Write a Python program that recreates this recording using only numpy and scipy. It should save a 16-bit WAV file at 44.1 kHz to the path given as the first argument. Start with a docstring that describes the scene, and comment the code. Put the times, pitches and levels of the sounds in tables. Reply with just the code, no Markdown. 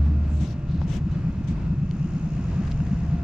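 """A low drone soon drops away under a throb that starts almost at once, about nine times a second:
a bus waits in an open parking lot, heard from some way in front. Wavering tones make its drone and
faint whines, rising sweeps its throbs, and filtered noise its boom and pulsing hiss over distant
traffic. Short hisses, mostly on the left, are swells of noise; light clicks are tiny ringing bursts."""
import sys
import numpy as np
from scipy import signal
from scipy.fft import rfft, irfft
from scipy.io import wavfile

SR = 44100
rng = np.random.default_rng(int(sys.argv[2]) if len(sys.argv) > 2 else 0)


def dump(signal):
    """Clip the signal to [-1, 1] and save it as 16-bit WAV at the path in sys.argv[1]."""
    limited = np.clip(np.atleast_2d(signal).T, -1, 1)
    pcm = np.round(limited * 32767).astype(np.int16)
    wavfile.write(sys.argv[1], SR, pcm)


N = 142443  # length in samples
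T = np.arange(N) / SR  # time of every sample, s
HZ = np.fft.rfftfreq(N, 1 / SR)  # frequency of every spectrum bin


def amp(db):
    """Turns decibels into a plain gain."""
    return 10 ** (np.asarray(db) / 20)


def unit(x):
    """Scales to an rms (average strength) of 1."""
    return x / np.sqrt(np.mean(x ** 2) + 1e-20)


def curve(points):
    """Joins (time, value) points with straight lines."""
    return np.interp(T, *np.transpose(points))


def spectrum(points):
    """Joins (frequency, value) points on a log-frequency axis."""
    hz, value = np.transpose(points)
    return np.interp(np.log(HZ + 1), np.log(hz + 1), value)


def octaves(hz):
    """Distance of every frequency from hz, in octaves."""
    return np.log2((HZ + 1) / hz)


def pan(db):
    """Left and right gains of constant power; positive leans left."""
    return unit(amp([[db / 2], [-db / 2]]))


def drift(hz):
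    """Random wandering, mostly slower than the given rate."""
    random_spectrum = rfft(rng.standard_normal(N))
    return unit(irfft(random_spectrum / (1 + (HZ / hz) ** 4), N))


# How alike left and right are: (frequency [Hz], likeness [0 to 1])
LEFT_RIGHT_LIKENESS = [(20,0.95),(100,1),(250,0.99),(500,0.92),(1000,0.62),(2500,0.62),(5000,.5),(12000,0.28)]


def noise(colour_db):
    """Coloured noise at two microphones, most alike in the bass."""
    a, b = rfft(rng.standard_normal((2, N)))
    same = np.clip(spectrum(LEFT_RIGHT_LIKENESS), 0, 1)
    mid = a * np.sqrt(1 + same)
    side = b * np.sqrt(1 - same)
    stereo = np.array([mid + side, mid - side])
    return unit(irfft(stereo * amp(colour_db), N))


def tone(hz, wander_hz, flutter_db, rate):
    """A machine tone: a sine that wavers in pitch and level, up to about rate times a second."""
    turns = np.cumsum(hz + wander_hz * drift(rate)) / SR + rng.random()
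    return unit(np.sin(2 * np.pi * turns) * amp(flutter_db * drift(rate)))


DRONE_HZ = 73.2
# Loudness of the drone before its flutter: (time [s], level [dB])
DRONE_LEVEL = [(0,-18),(.15,-19),(.27,-26.5),(.35,-22),(.43,-24),(.48,-34.5),(.7,-40.5),(.78,-23.5),(.9,-39),(1.4,-40.5),(2.3,-43),(2.85,-35),(3.23,-29.5)]
# Overtones of the drone: (multiple of its pitch [times], relative level [dB])
DRONE_OVERTONES = [(1,-2),(3,-18.5),(4,-26),(6,-38)]


def drone(wander_hz=.8, flutter_db=0.2):
    """A deep hum of sines at whole multiples of one wavering pitch; it drops away early on."""
    turns = np.cumsum(DRONE_HZ + wander_hz * drift(13)) / SR
    hum = np.zeros(N)
    for multiple, db in DRONE_OVERTONES:
        hum += amp(db) * np.sin(2 * np.pi * (round(multiple) * turns + rng.random()))
    return amp(curve(DRONE_LEVEL) + flutter_db * drift(36)) * unit(hum)


BOOM_HZ, BOOM_OCTAVES = 158.3, .22  # centre and width of its resonance
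# Loudness of the uneven boom: (time [s], level [dB])
BOOM_LEVEL = [(0,-43.5),(.55,-40),(.8,-39.5),(1.7,-37),(2.3,-41),(2.7,-40),(2.9,-35),(3.23,-32.5)]


def boom():
    """Continuous uneven rumble beneath the throbs: noise caught in one broad low resonance."""
    colour = -20 * np.log10(1 + (octaves(BOOM_HZ) / BOOM_OCTAVES) ** 4)
    return amp(curve(BOOM_LEVEL)) * noise(colour)


WHINE_HZ = 690
# Loudness of the main whine: (time [s], level [dB])
WHINE_LEVEL = [(0,-61),(.5,-59),(1.2,-64.5),(2.15,-70),(2.3,-57),(2.55,-61),(2.7,-56.5),(3.03,-56),(3.11,-52),(3.23,-49)]
# A second whine, stronger at first, that mostly sinks in pitch and fades after an early rise:
# (time [s], pitch [Hz], level [dB])
SECOND_WHINE = [(0,615.6,-57),(0.449,599,-52.5),(.9,578.3,-64),(1.4,555.5,-69.5),(3.23,568,-86.5)]
# Faint steady motor tones: (pitch [Hz], level [dB], left over right [dB])
MOTOR_LINES = [(26.6,-43.5,-2),(336,-57,4.5),(349.7,-55.5,3),(1397,-67,0),(2496,-72.5,-4),(2553,-71,-4),(2607,-73.5,-6),(2637,-70,-4),(2840,-74.5,-0.5),(2840,-77,6.5),(5400,-79.5,-0.5)]


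def motors():
    """Two whines and several steady lines, each a sine whose pitch wavers a little."""
    whine = amp(curve(WHINE_LEVEL)) * tone(WHINE_HZ, wander_hz=2.5, flutter_db=0, rate=20)
    time, pitch, level = np.transpose(SECOND_WHINE)
    second_tone = tone(np.interp(T, time, pitch), wander_hz=10, flutter_db=1, rate=30)
    second_whine = amp(np.interp(T, time, level)) * second_tone
    lines = np.zeros((2, N))
    for hz, db, side in MOTOR_LINES:
        lines += amp(db) * pan(side) * tone(hz, wander_hz=1.48, flutter_db=2.5, rate=6.3)
    return whine + second_whine + lines


FIZZ_HZ = 65.5  # pulses per second, before a slight drift
# Colour of the pulsing hiss: (frequency [Hz], relative level [dB])
FIZZ_COLOUR = [(20,-55),(1500,-11),(2600,2),(4000,-16),(5500,-1),(5850,-10),(6400,0.5),(6800,0.5),(7200,-10.5),(8200,-15.5),(9500,-23),(16000,-55)]
# Loudness of the pulsing hiss: (time [s], level [dB])
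FIZZ_LEVEL = [(0,-69.5),(1.8,-67.5),(2.0,-61),(2.5,-59),(2.95,-60),(3.23,-65.5)]


def fizz(sharp=0.53, pan_db=5):
    """High hiss let out once per turn of a motor, as noise that swells with each turn."""
    turns = np.cumsum(FIZZ_HZ + 0.4 * drift(3.7)) / SR
    pulse = np.exp(sharp * np.cos(2 * np.pi * turns))
    pulsing_hiss = unit(noise(spectrum(FIZZ_COLOUR)) * pulse)
    return amp(curve(FIZZ_LEVEL)) * pan(pan_db) * pulsing_hiss


# Colour of the far road: (frequency [Hz], relative level [dB])
ROAD_COLOUR = [(20,-10),(200,1.5),(400,-0.5),(800,-4),(1000,-4),(1300,-6.5),(2300,-14),(2750,-15),(3300,-21),(4500,-21.5),(6800,-31),(8000,-34),(9200,-54),(12000,-65),(16000,-90.5)]
# Loudness of the far road before its random swell: (time [s], level [dB])
ROAD_LEVEL = [(0,-47.5),(.5,-48.5),(1.2,-48),(1.9,-48),(2.4,-45.5),(2.85,-47),(3.05,-46),(3.23,-47.5)]
RUMBLE_DB = -30
# Colour of the steady low rumble: (frequency [Hz], relative level [dB])
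RUMBLE_COLOUR = [(10,-25),(50,-4),(80,-3),(103,-7.5),(125,-1.5),(190,-5.5),(240,-14.5),(295,-17),(360,-29.5),(600,-39.5),(2000,-76)]
# Colour of the deepest rumble: (frequency [Hz], relative level [dB])
DEEP_COLOUR = [(8,-25.5),(27,-5.5),(38,-3.5),(50,5),(70,0.5),(88,8),(103,-4),(130,-21.5),(400,-81)]
# Loudness of the deepest rumble: (time [s], level [dB])
DEEP_LEVEL = [(0,-46.5),(.6,-42),(.8,-29.5),(1.1,-32),(1.42,-32.5),(1.6,-26.5),(1.9,-41),(2.2,-36),(2.65,-30.5),(2.9,-31.5),(3.23,-39)]


def traffic(swell_db=1.35, pan_db=1.9):
    """The far wash of the road and two low rumbles, all coloured noise."""
    road_gain = amp(curve(ROAD_LEVEL) + swell_db * drift(4.7))
    wash = noise(spectrum(ROAD_COLOUR)) * road_gain * pan(pan_db)
    rumble = amp(RUMBLE_DB) * noise(spectrum(RUMBLE_COLOUR))
    deep = amp(curve(DEEP_LEVEL)) * noise(spectrum(DEEP_COLOUR))
    return wash + rumble + deep


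AIR_HZ = 10000  # the air lift works above this
# Short hisses: (start time [s], length [s], rise [s], fall [s], level before swell and grain [dB],
# left over right [dB], emphasis [Hz], emphasis lift [dB], air lift [dB])
SHORT_HISSES = [(0.031,0.049,0.029,0.018,-57.5,-2,7100,-1,8),(0.253,0.17,0.078,0.028,-59,15,7600,17,10),(0.331,0.14,0.055,.02,-58.5,12,4220,17,5),(0.393,0.094,0.021,0.03,-45.5,11,6500,1,-4),(0.46,0.086,0.011,0.021,-52,12,4770,11,8),(0.666,0.2,0.034,0.11,-59,4,4200,15,-11),(0.803,0.057,0.017,0.029,-56.5,13,4700,12,-1),(0.864,0.14,0.035,0.054,-45,12.5,5930,1.5,-7),(0.891,0.096,0.047,0.013,-45.5,9,2600,2.5,5),(1.103,0.075,.02,0.064,-53.5,-7,3450,4,-12),(1.433,0.029,0.0105,0.022,-56,3.5,5400,6,-7),(1.468,0.08,0.017,0.068,-46,18,5000,1,-11),(2.62,0.12,0.02,0.037,-52,8,1700,16,0),(2.798,0.36,0.039,0.11,-60.5,9,1800,15.5,9.5)]
# Colour shared by the hisses: (frequency [Hz], relative level [dB])
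HISS_COLOUR = [(20,-31),(400,13.5),(1200,0.5),(3000,1),(4600,-6),(6200,-2),(7800,-10),(9500,-21.5),(12000,-24),(15000,-30.5),(17000,-53)]
# Resonances in every hiss before their shift: (frequency [Hz], width [octaves], lift [dB])
HISS_RESONANCES = [(1730,0.064,1.5),(2540,.08,-1.5),(3500,0.23,2.5),(4450,.1,-0.5),(5660,.06,1),(7850,.05,1.5)]


def hisses(grain_db=1.5, width=0.41, peak_shift=.04):
    """Short, grainy swells of noise close to the microphone; resonances shift from one to the next."""
    out = np.zeros((2, N))
    air = 1 / (1 + (AIR_HZ / (HZ + 1)) ** 12)
    for start, length, rise, fall, db, side, hz, lift_db, air_db in SHORT_HISSES:
        shape = np.clip(np.minimum((T - start) / rise, (start + length - T) / fall), 0, 1)
        shift = 1 + peak_shift * rng.uniform(-1, 1)
        colour = spectrum(HISS_COLOUR) + air_db * air
        colour += lift_db * np.exp(-(octaves(hz) / width) ** 2)
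        for peak_hz, peak_width, peak_db in HISS_RESONANCES:
            colour += peak_db * np.exp(-(octaves(peak_hz * shift) / peak_width) ** 2)
        out += amp(db + grain_db * drift(180)) * pan(side) * shape * noise(colour)
    return out


# Low throbs, perhaps from the bus's compressor: (time [s], relative level [dB])
THROB_TIMES = [(.103,-20.5),(0.213,-28),(.329,-41),(0.427,-20),(0.534,-23.5),(0.637,-37.5),(0.744,-18),(0.853,-20.5),(0.956,-18),(1.06,-19.5),(1.173,-21.5),(1.28,-19.5),(1.393,-25),(1.5,-18.5),(1.614,-25),(1.719,-18),(1.828,-18.5),(1.939,-23),(2.046,-18.5),(2.157,-19.5),(2.262,-22.5),(2.38,-20),(2.491,-21.5),(2.595,-17.5),(2.703,-29.5),(2.808,-18.5),(2.918,-16),(3.027,-20.5),(3.136,-18)]
# Sweeps in every throb, before random changes: (offset [s], middle pitch [Hz], climb [octaves/s],
# time from middle to 1/e of its height [s], relative level [dB])
THROB_SWEEPS = [(0,166,20,0.02,-.5),(-.04,146,15.85,0.016,-3),(.013,275,18,.012,-15),(-0.0616,79.8,20.04,0.0086,-9)]


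def throbs(level_db=-0.32, scatter=0.031, loose=0.1199):
    """Each throb is a few short low sweeps that rise in pitch, never spaced or sloped quite alike."""
    out = np.zeros(N)
    for time, db in THROB_TIMES:
        near = abs(T - time) < .15  # only work on samples around this throb
        for offset, hz, climb, half, part_db in THROB_SWEEPS:
            tune, spacing, slope = rng.standard_normal(3)
            t = T[near] - time - offset * (1 + loose * spacing)
            pitch = hz * (1 + scatter * tune) * 2 ** (climb * (1 + loose * slope) * t)
            turns = np.cumsum(pitch) / SR + rng.random()
            swell = np.exp(-(t / half) ** 2)
            out[near] += amp(db + part_db) * swell * np.sin(2 * np.pi * turns)
    return amp(level_db) * out


CLICK_TOP_HZ = 7140  # clicks lose their treble above this
# Light clicks and knocks: (time [s], relative level [dB], resonance [Hz], resonance width [Hz],
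# burst decay to 1/e [s])
LIGHT_CLICKS = [(0.816,-29,620,550,0.0021),(1.9113,-39,2560,5000,0.0018),(2.512,-54,5860,2500,0.0014),(2.674,-40,2500,6000,0.0014),(2.6788,-32,1100,1500,0.0013),(2.708,-49,5500,7000,.0007),(2.7149,-38,2880,1500,0.00086),(2.7198,-38.5,3170,1200,0.0017),(2.8025,-33,750,600,0.0022),(2.867,-43,1700,1200,0.003),(2.873,-47.5,2400,3000,0.0014)]


def clicks(pan_db=4.0, spread=1.0, snap=2.9):
    """A sharp snap and a tiny burst that dies within milliseconds, each through one broad resonance."""
    out = np.zeros((2, N))
    for time, db, hz, width, decay in LIGHT_CLICKS:
        shape = (T >= time) * np.exp(-abs(T - time) / decay)
        # one noise shared by both sides, plus a separate one for each
        burst = unit(rng.standard_normal(N) + spread * rng.standard_normal((2, N))) * shape
        burst[:, round(time * SR)] += snap
        resonance = 1j * HZ * width / (hz ** 2 - HZ ** 2 + 1j * HZ * width)
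        treble_loss = (1 + (HZ / CLICK_TOP_HZ) ** 6) * (1 + (HZ / (3 * hz)) ** 2)
        ringing = unit(irfft(rfft(burst) * resonance / treble_loss, N))
        out += amp(db) * np.sqrt(np.mean(shape ** 2)) * ringing
    return out * pan(pan_db)


def scene(bass_pan_db=1.0):
    """Everything in the lot; all but the hisses and clicks reaches the right side first."""
    background = drone() + boom() + motors() + fizz() + traffic() + throbs() * pan(bass_pan_db)
    background[0] = np.interp(T - 2 / SR, T, background[0])  # left is two samples late
    return background + hisses() + clicks()


EDGE_HZ = 15700  # middle of the filter's cut-off


def record(dry):
    """The recorder's band limit: a low-pass filter that removes the very top of the treble."""
    # mirrored ends give the filter something to work on at the edges
    padded = np.pad(dry, ((0, 0), (255, 255)), "reflect", reflect_type="odd")
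    low_pass = signal.firwin(511, EDGE_HZ, window=("kaiser", 9), fs=SR)
    return signal.oaconvolve(padded, low_pass[None], "valid")


dry = scene()
out = record(dry)
dump(out)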